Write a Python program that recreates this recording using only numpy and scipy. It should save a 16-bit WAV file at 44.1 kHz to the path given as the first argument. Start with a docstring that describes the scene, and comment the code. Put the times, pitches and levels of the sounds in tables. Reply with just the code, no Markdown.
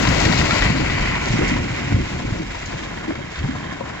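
"""A landslide runs out down a quarry cliff, heard from the foot of the slope on a phone's two microphones.
It opens in full flow: countless blocks rumble, rubble clatters, gravel slides, grit and rock chips hiss.
At once stones knock and pebbles tick close by; then boulders tumble in bursts of thuds, heaviest
in the first two seconds. After that the flow thins out as the slope settles, and single stones
and a few late boulders knock through to the end."""
import sys
import numpy as np
from scipy import signal
from scipy.fft import rfft, irfft
from scipy.io import wavfile
from scipy.ndimage import uniform_filter1d

SR = 44100
rng = np.random.default_rng(int(sys.argv[2]) if len(sys.argv) > 2 else 0)


def dump_mix(stems):
    """Bounce the given channels to the path in sys.argv[1] as a 16-bit WAV at rate SR."""
    frames = np.atleast_2d(stems).T  # one column per channel
    limited = np.clip(frames, -1, 1)  # hard clip at full scale
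    pcm = np.round(limited * 32767).astype(np.int16)
    wavfile.write(sys.argv[1], SR, pcm)


N = 176400


def undb(db):
    """Decibels to gain."""
    return 10 ** (np.asarray(db) / 20)


def curve(rows):
    """Rows of (t/s, value) joined by straight lines."""
    return np.interp(np.arange(N) / SR, *np.array(rows).T)


def across(rows):
    """Rows of (f/Hz, value) joined on a log frequency axis."""
    hz, value = np.array(rows, float).T
    return np.interp(np.log(np.fft.rfftfreq(N, 1 / SR) + 1), np.log(hz + 1), value)


def colour(x, spectrum):
    """Causal filter of unit power with the outline (f/Hz, level/dB)."""
    gain = undb(across(spectrum))
    gain /= np.sqrt(np.mean(gain ** 2))
    cepstrum = irfft(np.log(gain), N)
    cepstrum[1:N // 2] *= 2  # fold to minimum phase
    cepstrum[N // 2 + 1:] = 0
    return irfft(rfft(x) * np.exp(rfft(cepstrum)), N)


def surge(per_s=69):
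    """Smooth random wandering with a spread of 1."""
    width = int(SR / per_s)
    wander = rng.standard_normal(N)
    for _ in range(2):
        wander = uniform_filter1d(wander, width, mode="wrap")
    return wander / wander.std()


def ring(hz, t60, attack):
    """One damped vibration with a soft start; times in seconds."""
    t = np.arange(SR // 4) / SR
    return np.sin(2 * np.pi * hz * t) * undb(-60 * t / t60) * (1 - np.exp(-t / attack))


def burst(t60, seconds):
    """Noise that dies away by 60 dB in t60 seconds."""
    t = np.arange(int(seconds * SR)) / SR
    return rng.standard_normal(len(t)) * undb(-60 * t / t60)


def add(out, at, sound):
    """Mix a sound in at a time in seconds."""
    i = int(at * SR)
    out[i:i + len(sound)] += sound[:max(N - i, 0)]


def pan(left_db):
    """Two gains that put the left left_db above the right."""
    return undb(np.array([[.5], [-.5]]) * left_db)


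# The phone's microphones, left over right: f/Hz, level/dB
MIC_BALANCE = [(150, 0), (300, 0.5), (430, 1.95), (560, 12), (790, 4), (950, 11), (1130, 2), (1350, 5),
               (1520, 5.5), (1700, 0.7), (1930, 3.5), (2160, -3), (2420, 1), (2700, 3.5), (3050, 2.14),
               (3500, 4.1), (4300, 9.9), (5200, 7), (7000, 7.1), (12000, 11.6)]
# Lead of the left microphone: f/Hz, phase/rad
MIC_LEAD = [(0, 0), (130, .36), (260, 1.2), (520, 2.5), (800, 0), (1000, 6.5), (1300, 7.5), (2000, 7),
            (2500, 8.5), (3500, 10.5), (4600, 12), (5800, 15.5), (7600, 21.5)]
# Likeness of the two: f/Hz, coherence/0-1
MIC_LIKENESS = [(100, .999), (300, 0.91), (480, 0.88), (650, 0.63), (880, 0.098), (1050, 0.65),
                (1450, 0.94), (1700, 0.58), (2500, 0.66), (3500, 0.14), (8000, 0.12)]
def microphones(direct, scattered=None):
    """The right microphone hears later and shaded, with a share of any sound scattered by the cliff."""
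    lag = np.interp(np.fft.rfftfreq(N, 1 / SR), *np.array(MIC_LEAD).T)
    right = rfft(direct) * np.exp(-1j * lag)
    if scattered is not None:
        alike = across(MIC_LIKENESS)
        right = alike * right + np.sqrt(1 - alike ** 2) * rfft(scattered)
    return np.array([direct, irfft(right * undb(-across(MIC_BALANCE)), N)])


def debris(flow, spectrum, gain_db, hits_per_s, spread_db, surge_db):
    """Random impacts that surge as the mass slides; spread_db lifts a few above the many weak ones."""
    strength = undb(spread_db * np.minimum(rng.exponential(size=(2, N)), 5))
    lands = rng.random((2, N)) < hits_per_s / SR
    hits = lands * strength * rng.choice([-1, 1], (2, N))
    direct, scattered = colour(hits / hits.std(), spectrum)
    return microphones(direct, scattered) * undb(curve(flow) + gain_db + surge_db * surge())


# Deepest bass at the foot of the slope: t/s, level/dB
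GROUND_FLOW = [(0.0, -23.5), (0.3, -31), (0.44, -28.5), (0.7, -19), (0.76, -30.5), (1.0, -23), (1.38, -40),
               (1.41, -23.5), (1.87, -40), (1.96, -31), (3.32, -45), (3.4, -25.5), (3.55, -43), (4.0, -53)]
# Its spectrum: f/Hz, level/dB
GROUND_SPECTRUM = [(12, -16), (25, -10.5), (43, 6.5), (60, -3), (90, -3), (160, -76.5)]
def ground():
    """Impacts of equal strength blur into the deep bass of the heavy mass."""
    return debris(GROUND_FLOW, GROUND_SPECTRUM, gain_db=.5, hits_per_s=370, spread_db=0, surge_db=.5)


# The mass coming down the cliff: t/s, level/dB
RUMBLE_FLOW = [(0, -17), (.55, -19), (.7, -22.5), (.82, -20), (.95, -24), (1.14, -22.5), (1.24, -25.5),
               (1.33, -18.5), (1.5, -20), (1.6, -22.5), (1.82, -26.5), (1.95, -19.5), (2.08, -26),
               (2.36, -24), (2.46, -31), (3.25, -29.5), (3.33, -38.5), (3.44, -26.5), (3.59, -29.5),
               (3.75, -31.5), (4, -33)]
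# Its spectrum: f/Hz, level/dB
RUMBLE_SPECTRUM = [(35, -17.5), (65, -3.5), (95, -2), (140, -1), (220, -4.5), (320, -5), (440, -16),
                   (560, -11.5), (1200, -71.5)]
def rumble():
    """Countless blocks collide and merge into a low rumble."""
    return debris(RUMBLE_FLOW, RUMBLE_SPECTRUM, gain_db=-1.5, hits_per_s=1600, spread_db=1.38, surge_db=1)


# Rubble on the slope: t/s, level/dB
RUBBLE_FLOW = [(0, -29.5), (.45, -30), (.53, -27.5), (.8, -31), (1.12, -31), (1.24, -33), (1.43, -32),
               (1.7, -35), (2.3, -37), (2.45, -40), (2.88, -39), (3.12, -36), (3.29, -42), (3.55, -38),
               (3.72, -37.5), (3.79, -40), (3.87, -37), (4, -37)]
# Its spectrum: f/Hz, level/dB
RUBBLE_SPECTRUM = [(200, -22), (400, -0.5), (520, -0.5), (660, 0), (790, -2.5), (960, 1), (1060, 0),
                   (1190, -7.5), (1350, -3), (1530, -2), (1700, -9), (1900, -9.5), (2400, -20), (4000, -60)]
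def rubble():
    """Broken rock clatters in the midrange, in hits of nearly even strength."""
    return debris(RUBBLE_FLOW, RUBBLE_SPECTRUM, gain_db=5.5, hits_per_s=2500, spread_db=.5, surge_db=1.33)


# Gravel on the slope: t/s, level/dB
GRAVEL_FLOW = [(0, -27), (.45, -26.5), (.64, -25), (.8, -28.5), (1.15, -25), (1.21, -31), (1.36, -28.5),
               (1.5, -26.5), (1.61, -32), (2, -34.5), (2.4, -41), (2.65, -39), (3.2, -42.5), (4, -41.5)]
# Its spectrum: f/Hz, level/dB
GRAVEL_SPECTRUM = [(700, -22), (1400, -4.5), (1690, -6.5), (1850, -0.5), (1980, 3.5), (2130, -1.5),
                   (2330, 0), (2620, -3.5), (3100, -7), (5000, -59)]
def gravel():
    """Sliding gravel rattles in uneven hits around 2 kHz."""
    return debris(GRAVEL_FLOW, GRAVEL_SPECTRUM, gain_db=2, hits_per_s=5000, spread_db=3, surge_db=.6)


# Grit running down: t/s, level/dB
GRIT_FLOW = [(0, -31.5), (.25, -30.5), (.58, -29.5), (.72, -36), (1, -36), (1.18, -37.5), (1.3, -33.5),
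             (1.49, -34.5), (1.58, -37.5), (2.1, -39.5), (2.48, -42.5), (2.68, -40), (3.22, -46.5),
             (3.39, -43), (3.7, -45), (4, -46.5)]
# Its spectrum: f/Hz, level/dB
GRIT_SPECTRUM = [(1500, -16), (2750, 6.5), (2980, -2.5), (3200, 1), (3480, -0.5), (3800, 2), (4200, 0),
                 (5200, -1), (6250, -4), (6850, -1.5), (7600, -7), (8100, -16), (8400, -52)]
def grit():
    """Tiny impacts come so densely that they hiss."""
    return debris(GRIT_FLOW, GRIT_SPECTRUM, gain_db=5, hits_per_s=12000, spread_db=3, surge_db=.64)


# Rock chips spilling: t/s, level/dB
CHIPS_FLOW = [(0, -42), (.27, -31), (.6, -33), (.8, -35.5), (1.05, -37), (1.3, -50), (2.2, -55), (4, -64)]
# Their spectrum: f/Hz, level/dB
CHIPS_SPECTRUM = [(2500, -26.5), (3450, -14), (3750, -2.5), (4200, 2.5), (4620, 5.5), (5200, -7.5),
                  (6200, -22), (8500, -55.5)]
def chips():
    """Sharp chips spill with the first rush, a few hitting far harder than the rest."""
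    return debris(CHIPS_FLOW, CHIPS_SPECTRUM, gain_db=-.5, hits_per_s=5400, spread_db=4.5, surge_db=.5)


# Sand running down: t/s, level/dB
SAND_FLOW = [(0, -61), (.6, -60), (.75, -66), (1.5, -67), (1.7, -68), (4, -80)]
# Its spectrum: f/Hz, level/dB
SAND_SPECTRUM = [(9500, -25), (10700, 3), (14500, 0)]
def sand():
    """Falling grains fizz faintly above 10 kHz."""
    return debris(SAND_FLOW, SAND_SPECTRUM, gain_db=9, hits_per_s=10000, spread_db=2, surge_db=.7)


# Stones knocking on the quarry rock: t/s, level/dB, f/Hz, extra level of the crack/dB
STONE_KNOCKS = [(.051, -8, 933, 2), (.073, -13, 1020, 10.5), (.201, -18, 1990, 2), (.252, -10.5, 1897, 7),
                (.324, -11.5, 1920, 2), (.387, -21, 2174, 12), (0.497, -14, 1288, -12),
                (.508, -11, 1366, 8), (0.521, -13, 1380, 4.5), (.622, -9.5, 1944, 4.5),
                (.898, -14.5, 1970, -8), (1.028, -20, 2335, 5), (1.118, -21.5, 1223, -2),
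                (1.154, -16.5, 960, 7), (1.564, -16.5, 970, 0), (1.715, -36, 1520, 11),
                (2.547, -21, 927, 4), (2.735, -20, 505, -8), (3.032, -30, 980, -8), (3.107, -17, 570, -3),
                (3.154, -24.5, 1350, 6), (3.19, -21, 570, -9), (3.358, -24.5, 1566, 9),
                (3.389, -25, 2640, 6), (3.445, -21, 910, -13), (3.639, -23, 1050, -12),
                (3.714, -20, 1078, -17.5), (3.808, -11, 544, -18)]
# Ring of a stone: ratio to its pitch, level/dB
STONE_MODES = [(1, 4), (1.3, -8), (1.659, -2), (1.88, -22)]
# Crack of a stone: f/Hz, level/dB
CRACK_SPECTRUM = [(300, -12.5), (900, 2.5), (2400, 3), (4500, -2.5), (7000, -16), (8500, -43)]
def stones(mode_scatter=.092, pieces=2):
    """Each stone knocks with a crack and a brief ring; weaker pieces land just after."""
    rings, cracks = np.zeros(N), np.zeros(N)
    for at, db, hz, crack_db in STONE_KNOCKS:
        for ratio, mode_db in STONE_MODES:
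            mode_hz = hz * ratio ** (1 + mode_scatter * rng.standard_normal())
            add(rings, at, undb(db + mode_db) * ring(mode_hz, t60=.061, attack=.0004))
        splinters = [(late, -13.5) for late in rng.uniform(0, .022, pieces)]
        for late, piece_db in [(.00023, 0)] + splinters:
            add(cracks, at + late, undb(db + crack_db + piece_db) * burst(t60=.024, seconds=.2))
    return microphones(rings * undb(-6.5) + colour(cracks, CRACK_SPECTRUM) * undb(-9))


# Pebbles close to the phone: t/s, level/dB, 60 dB decay/s
PEBBLE_TICKS = [(0.088, -12.5, 0.026), (0.201, -13, 0.028), (.252, -11, 0.021), (.3875, -2, 0.0039),
                (.392, -13, .004), (1.239, -18, .003), (1.258, -10, 0.0036), (1.285, -18.5, 0.035),
                (1.478, -20.5, 0.17), (2.657, -27, 0.1), (3.357, -32, 0.016), (3.389, -32, 0.024)]
# Their spectrum: f/Hz, level/dB
TICK_SPECTRUM = [(1500, -23), (3000, -11), (4500, 5.5), (6000, 7.5), (7300, 5), (8400, -15.5), (10000, -34),
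                 (14000, -18)]
def pebbles():
    """Pebbles land in bright ticks and short sprays."""
    ticks = np.zeros(N)
    for at, db, t60 in PEBBLE_TICKS:
        add(ticks, at, .5 * undb(db) * burst(t60, seconds=.1))
    return microphones(colour(ticks, TICK_SPECTRUM))


# Boulders tumbling down the slope: t/s, level/dB, f/Hz, length of the tumble/s
BOULDER_TUMBLES = [(.255, -13.5, 95, 0.024), (.295, -10.5, 207, 0.031), (0.657, -7.5, 132, 0.04),
                   (0.698, -9.5, 210, .06), (.77, -14, 233, 0.098), (.94, -14, 129, 0.027),
                   (1.01, -16, 207, 0.064), (1.304, -10.5, 120, 0.059), (1.388, -10.5, 298, 0.048),
                   (1.41, -16.5, 469, .04), (1.514, -12.5, 245, 0.044), (1.702, -16, 112, 0.028),
                   (1.895, -18, 116, .025), (1.922, -10.5, 109, .03), (1.943, -8.5, 106, 0.038),
                   (1.96, -15.5, 259, 0.049), (2.014, -15, 93, 0.0297), (2.15, -22, 75, 0.026),
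                   (2.255, -21, 75, .04), (2.321, -19.5, 110, 0.038), (2.387, -20.5, 166, 0.019),
                   (2.396, -20, 316, .03), (2.742, -23, 103, 0.026), (3.079, -13, 306, 0.0203),
                   (3.104, -20, 323, 0.022), (3.41, -20.5, 149, .03), (3.439, -14.5, 137, 0.0289),
                   (3.484, -14, 249.5, 0.01205), (3.72, -24.5, 302, 0.037), (3.829, -25.5, 136, 0.03)]
def boulders(rebounds=4, rebound_db=-8, pitch_scatter=.26, t60=.072, attack=.0035):
    """Each boulder lands with a thud and rolls on with weaker ones of scattered pitch."""
    thuds = np.zeros(N)
    for at, db, hz, length in BOULDER_TUMBLES:
        add(thuds, at, undb(db) * ring(hz, t60, attack))
        for k, (late, detune) in enumerate(rng.random((rebounds, 2))):
            rebound_hz = hz * np.exp(pitch_scatter * (2 * detune - 1))
            rebound_at = at + length * (k + late) / rebounds
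            add(thuds, rebound_at, undb(db + rebound_db) * ring(rebound_hz, t60, attack))
    return microphones(thuds * undb(4.5))


# The last stones coming to rest: t/s, level/dB
SETTLE_FLOW = [(0, -66), (2, -43.5), (3.1, -39), (3.28, -44), (3.38, -37.5), (3.5, -40), (3.7, -35),
               (3.82, -43.5), (4, -39.5)]
# Their spectrum: f/Hz, level/dB
SETTLE_SPECTRUM = [(800, -28.5), (1100, -4.5), (1350, -10), (1650, 2.5), (1900, -2), (2200, -5),
                   (2400, -26), (2900, -18), (3150, -3), (3520, -14.5), (3750, -5.5), (4100, -24),
                   (8000, -40)]
def settling():
    """Sparser impacts emerge to the right of the phone as the slope settles."""
    hits = debris(SETTLE_FLOW, SETTLE_SPECTRUM, gain_db=-1.5, hits_per_s=500, spread_db=3.5, surge_db=1.5)
    return hits * pan(left_db=-12.5)


# Drift of the fine debris across the phone, left over right: t/s, level/dB
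FINE_DRIFT = [(0, 5.5), (.7, 2.5), (1.4, -3.5), (2.5, -2), (4, -2)]
def scene():
    """From the foot of the slope: the heavy mass, finer debris surging together, and single rocks."""
    heavy = ground() + rumble()
    fine = rubble() + gravel() + grit() + chips() + sand()
    last_stones = settling()
    fine *= undb(surge()) * pan(curve(FINE_DRIFT))  # a shared surge of about 1 dB
    rocks = boulders() + stones() + pebbles()
    return heavy + fine + rocks + last_stones


def record(dry, bass_hz=10, ceiling=.95, top_hz=14500):
    """The deepest bass and the top are cut, and the loudest peaks are softly rounded."""
    full = signal.sosfilt(signal.butter(2, bass_hz, "high", fs=SR, output="sos"), dry)
    rounded = full / (1 + (full / ceiling) ** 6) ** (1 / 6)
    return signal.sosfilt(signal.ellip(8, .2, 70, top_hz, fs=SR, output="sos"), rounded)


dry = scene()
out = record(dry)
dump_mix(out)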